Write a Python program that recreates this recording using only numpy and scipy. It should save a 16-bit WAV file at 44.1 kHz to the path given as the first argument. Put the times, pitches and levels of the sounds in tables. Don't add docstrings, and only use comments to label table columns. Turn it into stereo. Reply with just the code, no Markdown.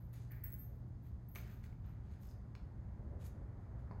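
import sys
import numpy as np
from scipy import signal
from scipy.fft import rfft, irfft
from scipy.io import wavfile

SR = 44100
rng = np.random.default_rng(int(sys.argv[2]) if len(sys.argv) > 2 else 0)


def materialize(psi):
    bounded = np.clip(np.atleast_2d(psi).T, -1, 1)
    quanta = np.round(bounded * 32767).astype(np.int16)
    wavfile.write(sys.argv[1], SR, quanta)


N = 176400

# (frequency [Hz], level [dB], t60 [s])
LINK_MODES = [(13299, 0, .7), (13348, -8, .15), (14960, -24, .5), (15463, -17, .5), (15600, -12, .5),
              (15694, -6, .4)]
# (time [s], level [dB], tilt [dB/kHz], attack [s], time until damped [s])
LINK_RINGS = [(0.438, -46.5, 0, 0.0015, .011), (0.447, -60, 3.5, .002, 0.048),
              (0.517, -68, 8, 0.0036, 0.025), (.533, -63, 5.5, 0.0014, 0.019),
              (0.58, -56.5, -6, 0.014, 0.091), (1.286, -65, -3, 0.0012, 0.014),
              (1.304, -80, 3, 0.0038, 0.026)]
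def link_rings():
    pivot_hz = 13300
    out = np.zeros(N)
    for start, level, tilt, rise, free in LINK_RINGS:
        modes = [(hz, level + db + tilt * (hz - pivot_hz) / 1000, t60) for hz, db, t60 in LINK_MODES]
        attack = np.minimum(since(start) / rise, 1)
        damping = 1 / (1 + (since(start) / free) ** 4)
        out += ring(start, modes) * attack * damping
    return out


# (time [s], attack [s], hold [s], release [s], level [dB])
JINGLES = [(0, 0.0011, 0.015, 0.12, -80), (0.305, 0.0033, 0.008, 0.06, -66),
           (0.434, 0.0036, 0.017, 0.059, -63), (0.516, 0.0089, 0.013, 0.081, -69),
           (1.02, 0.028, 0.034, 0.03, -81), (1.295, 0.075, 0.021, 0.029, -64),
           (1.46, .02, 0.06, 0.099, -77.5), (1.847, 0.017, 0.033, 0.033, -84),
           (2.188, .02, 0.067, 0.055, -77.5)]
# (frequency [Hz], level [dB])
JINGLE_EQ = [(7000, -29.5), (10500, -23.5), (12400, 2), (13400, 9), (14600, 6), (15600, -2), (16000, -6)]
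def chain_jingle():
    chatter = colour(grains(per_second=800, spread=0.66), JINGLE_EQ)
    return chatter * swells(JINGLES)


# (time [s], level [dB])
CLICKS = [(.003, -57), (0.131, -47), (.138, -46), (.3185, -44), (.438, -40), (.462, -42), (.524, -51),
          (0.533, -47), (0.638, -58), (0.755, -57), (.879, -65), (1.024, -62), (1.039, -65), (1.351, -30),
          (1.357, -33.5), (1.535, -52), (1.644, -52)]
# (frequency [Hz], level [dB])
CLICK_EQ = [(2000, -12.5), (5000, -22), (8000, -24), (11000, -6.5), (13200, 6), (14600, -19), (15700, 5.5)]
# (time [s], level [dB])
RATTLES = [(2.289, -60.5), (2.297, -73), (2.312, -62)]
# (frequency [Hz], level [dB])
RATTLE_EQ = [(3000, -13.5), (4800, 2), (6400, -1.5), (9000, -20)]
def chain_hits():
    return impacts(CLICKS, CLICK_EQ, decay_s=0.001) + impacts(RATTLES, RATTLE_EQ, decay_s=0.0012)


# (time [s], frequency [Hz], level [dB], t60 [s])
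SWIVEL_PINGS = [(.445, 7940, -76, 0.41), (.452, 8087, -69.5, 0.32), (.644, 6390, -83, 0.087)]
def swivel():
    return sum(ring(start, [mode]) for start, *mode in SWIVEL_PINGS)


# (time [s], ring level [dB], crack level
# [dB], crack tilt [dB/octave])
CLACKS = [(.319, -75, -62, 6), (1.357, -69, -44.5, 5), (1.3592, -45.5, -49.5, -2), (1.3643, -49, -46, -1.5),
          (1.371, -66, -53, 0), (1.3846, -53, -50, -0.5), (1.641, -69, -81, 8), (1.727, -65.5, -76, -3),
          (2.232, -72, -58.5, 7.5), (2.5522, -59, -51, 2), (2.8888, -72, -63, -2)]
# (frequency [Hz], level [dB])
CRACK_EQ = [(150, 8), (420, 9), (850, 5), (2600, 2), (3800, -8), (4900, -5.5), (7000, -14.5),
            (10000, -25.5), (15000, -21)]
def stick_cracks():
    return sum(impacts([(start, db)], tilted(CRACK_EQ, tilt), decay_s=0.0012)
               for start, _, db, tilt in CLACKS)


# (frequency [Hz], level [dB], t60 [s])
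STICK_MODES = [(1285, -9, 0.011), (2217, 1, 0.012), (4900, -22, 0.0074)]
def stick_knocks():
    return sum(amp(db) * ring(start, STICK_MODES) for start, db, _, _ in CLACKS)


# (time [s], attack [s], hold [s], release [s], level [dB])
SLIDES = [(.298, 0.019, 0.0047, 0.074, -67.5), (.43, 0.012, 0.01, 0.075, -70),
          (1.38, 0.079, 0.056, 0.052, -75)]
# (frequency [Hz], level [dB])
SLIDE_EQ = [(500, -19.5), (1200, -9), (1700, 4), (2300, -2), (2900, -21), (6000, -27)]
def stick_slides():
    return noise(SLIDE_EQ) * swells(SLIDES)


# (time [s], attack [s], hold [s], release [s], level [dB], tilt [dB/octave])
RUSTLES = [(0.127, 0.015, 0.011, 0.079, -68, 3.5), (0.443, 0.021, 0.1, 0.15, -80.5, 6),
           (1.014, 0.06, 0.012, 0.016, -80, 0), (1.362, 0.0069, 0.024, 0.049, -66.5, 1.5),
           (1.443, 0.028, 0.038, 0.11, -73.5, -1.5), (1.628, 0.011, 0.015, 0.021, -72, 0),
           (1.836, 0.01, 0.049, 0.079, -74.5, -5), (2.028, 0.078, 0.037, 0.07, -77.5, -0.5),
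           (2.194, 0.031, 0.09, 0.022, -75.5, 5), (3.188, 0.023, 0.018, 0.012, -69.5, 2),
           (3.222, 0.033, 0.016, 0.012, -64.5, 6.5), (3.6, 0.018, 0.014, 0.018, -85, 2),
           (3.778, 0.017, 0.0093, 0.018, -83, 0.5)]
# (frequency [Hz], level [dB])
SATIN_EQ = [(500, -11), (1500, 8.5), (3000, 0), (5000, -3), (7000, -1.5), (8300, -7.5), (9600, -7.5),
            (13300, -5), (15500, -15)]
def suit_rustle():
    rub = grains(per_second=700, spread=0.43)
    return sum(swell(*shape) * colour(rub, tilted(SATIN_EQ, tilt)) for *shape, tilt in RUSTLES)


# (time [s], attack [s], hold [s], release [s], level [dB])
STEPS = [(1.1, 0.026, 0.028, 0.031, -44), (2.11, 0.006, 0.021, 0.054, -43.5),
         (2.61, 0.022, 0.015, 0.042, -44), (3.0, 0.0075, 0.069, 0.08, -44.5)]
# (frequency [Hz], level [dB])
STEP_EQ = [(25, -25), (58, 19), (95, 7), (150, -11.5), (400, -27.5), (1200, -75)]
def footsteps():
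    return noise(STEP_EQ) * swells(STEPS)


# (time [s], attack [s], hold [s], release [s], level [dB])
SCUFFS = [(.56, 0.072, .29, 0.028, -74.5), (2.94, 0.05, 0.083, 0.086, -66),
          (3.11, 0.0077, 0.025, 0.048, -64), (3.32, 0.047, .03, 0.078, -66.5)]
# (frequency [Hz], level [dB])
SCUFF_EQ = [(120, -7), (280, 8.5), (600, 7.5), (950, -10), (1500, -21), (3000, -47)]
def sole_scuffs():
    return noise(SCUFF_EQ) * swells(SCUFFS)


# (time [s], level [dB])
SLAPS = [(3.9112, -45.5), (3.922, -58)]
# (frequency [Hz], level [dB])
SLAP_EQ = [(150, 4.5), (600, -3.5), (1050, 2), (1600, -12.5), (2200, -13.5), (3200, -41), (4600, -16.5),
           (6000, -37), (12000, -57)]
def foot_slap():
    return impacts(SLAPS, SLAP_EQ, decay_s=0.0019)


def floor_bounce(x, delay_s, echo_db):
    return x + amp(echo_db) * np.pad(x, (int(delay_s * SR), 0))[:N]


# (frequency [Hz], t60 [s])
HALL_DECAY = [(200, 0.81), (2000, 0.5), (6000, 0.35), (14000, 0.14)]
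def hall_tail():
    t = np.arange(SR) / SR
    hz, t60s = np.array(HALL_DECAY).T
    spectrum = rfft(rng.standard_normal((2, SR)))
    log_f = np.log(np.arange(SR // 2 + 1) + 1)
    tail = np.zeros((2, SR))
    for share, t60 in zip(np.eye(len(hz)), t60s):
        band = irfft(spectrum * np.interp(log_f, np.log(hz), share))
        tail += band * np.exp(-np.log(1000) * t / t60)
    build_up = 1 - np.exp(-t / 0.0014)
    return unit(tail * build_up) / np.sqrt(SR)


def in_hall(x, tail, wet_db, lag_s=0):
    hz = np.arange(N // 2 + 1) * SR / N
    right = irfft(rfft(x) * np.exp(-2j * np.pi * hz * lag_s))
    reverb = signal.fftconvolve(x[None], tail, axes=1)[:, :N]
    return np.array([x, right]) + amp(wet_db) * reverb


# (frequency [Hz], level [dB])
RUMBLE_EQ = [(20, -39.5), (32, -13), (42, -7), (62, 3.5), (73, -5.5), (90, 0), (125, -8), (180, -11.5),
             (260, -21), (400, -31.5), (900, -80.5)]
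MURK_EQ = [(40, -14), (130, 4.5), (250, 7), (450, 1.5), (800, -0.5), (1300, -8), (2000, -13), (2900, -33.5),
           (6000, -51)]
HISS_EQ = [(1000, -1), (4500, 0), (7000, -2), (9500, -10), (13000, -8), (15000, -21.5)]
# (time [s], rumble trim [dB], murk level [dB])
ROOM_FADERS = [(0, -2.5, -65), (.5, -0.5, -66), (.85, -1, -65.5), (1.1, -2, -66.5), (1.7, 1, -65.5),
               (2.3, -1.5, -63.5), (2.8, 0.5, -62.5), (4, 1.3, -59)]
def room_tone():
    times, trim_db, murk_db = np.array(ROOM_FADERS).T
    rumble = amp(-49) * fader(times, trim_db) * stereo_noise(RUMBLE_EQ, side=0.17) * pan(left_db=-0.4)
    murk = fader(times, murk_db) * stereo_noise(MURK_EQ, side=1.134) * pan(left_db=1)
    hiss = amp(-84.5) * stereo_noise(HISS_EQ, side=1)
    return rumble + murk + hiss


# (time [s], level [dB])
HUM_FADER = [(0, -54), (.3, -50), (.6, -55.5), (.9, -53), (1.6, -58.5), (2.3, -58.5), (4, -56)]
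def mains_hum(hz=119.1):
    waver = unit(noise([(1, -10.5), (4, 0), (12, -28), (40, -107.5)]))
    tone = np.sqrt(2) * np.sin(2 * np.pi * hz * since(0) + 0.47 * waver)
    return fader(*np.array(HUM_FADER).T) * tone


def amp(db):
    return 10 ** (np.asarray(db) / 20)


def since(start):
    return np.maximum(np.arange(N) / SR - start, 0)


def unit(x):
    return x / np.sqrt(np.mean(x ** 2))


def pan(left_db):
    return amp(np.array([[left_db], [-left_db]]) / 2)


def fader(times, db):
    return amp(np.interp(since(0), times, db))


def colour(x, eq):
    hz, db = np.array(eq, float).T
    log_f = np.log(np.arange(N + 1) * SR / (2 * N) + 1)
    gain = unit(amp(np.interp(log_f, np.log(hz), db)))
    cepstrum = irfft(np.log(gain))
    cepstrum[1:N] *= 2
    cepstrum[N + 1:] = 0
    return irfft(rfft(x, 2 * N) * np.exp(rfft(cepstrum)))[..., :N]


def tilted(eq, tilt):
    return [(hz, db + tilt * np.log2(hz)) for hz, db in eq]


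def noise(eq):
    return colour(rng.standard_normal(N), eq)


def stereo_noise(eq, side):
    return (noise(eq) + side * noise(eq) * np.array([[1], [-1]])) / np.hypot(1, side)


def grains(per_second, spread):
    grain = np.arange(N) * per_second // SR
    return unit(rng.standard_normal(N) * np.exp(spread * rng.standard_normal(N)[grain]))


def swell(start, attack, hold, release, db):
    return amp(db) * np.minimum(since(start) / attack, 1) * np.exp(-since(start + attack + hold) / release)


def swells(cues):
    return sum(swell(*cue) for cue in cues)


def impacts(hits, eq, decay_s):
    force = sum(amp(db) * (since(start) > 0) * np.exp(-since(start) / decay_s) for start, db in hits)
    return colour(force * rng.standard_normal(N), eq)


def ring(start, modes):
    out, first = np.zeros(N), int(start * SR)
    t = np.arange(min(SR // 2, N - first)) / SR
    for hz, db, t60 in modes:
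        decay = np.exp(-np.log(1000) * t / t60)
        out[first:first + len(t)] += amp(db) * np.sqrt(2) * np.sin(2 * np.pi * hz * t) * decay
    return out


def scene():
    tail = hall_tail()
    rubbing = suit_rustle() + stick_slides() + sole_scuffs()
    hits = stick_cracks() + chain_hits() + swivel() + foot_slap()
    hits = floor_bounce(hits, delay_s=0.01, echo_db=-16.5)
    sends = [(hits, 0), (stick_knocks(), -7), (rubbing, -4)]  # (layer, reverb send [dB])
    moves = sum(in_hall(layer, tail, wet_db, lag_s=0.00003) for layer, wet_db in sends)
    chain = in_hall(link_rings() + chain_jingle(), tail, wet_db=-12.5)
    return chain + pan(left_db=2.5) * moves + footsteps() + mains_hum() + room_tone()


# (frequency [Hz], width [Hz], level [dB])
MIC_DIPS = [(5645, 240, -8.5), (7470, 180, -11), (8900, 140, -6.5)]
def record(dry):
    f = np.arange(N + 1) * SR / (2 * N)
    gain = amp(sum(db * np.exp(-((f - hz) / width) ** 2) for hz, width, db in MIC_DIPS))
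    notched = irfft(rfft(dry, 2 * N) * gain)[:, :N]
    high_cut = signal.ellip(12, .2, 80, 15850, fs=SR, output="sos")
    return signal.sosfilt(high_cut, notched)


dry = scene()
out = record(dry)
materialize(out)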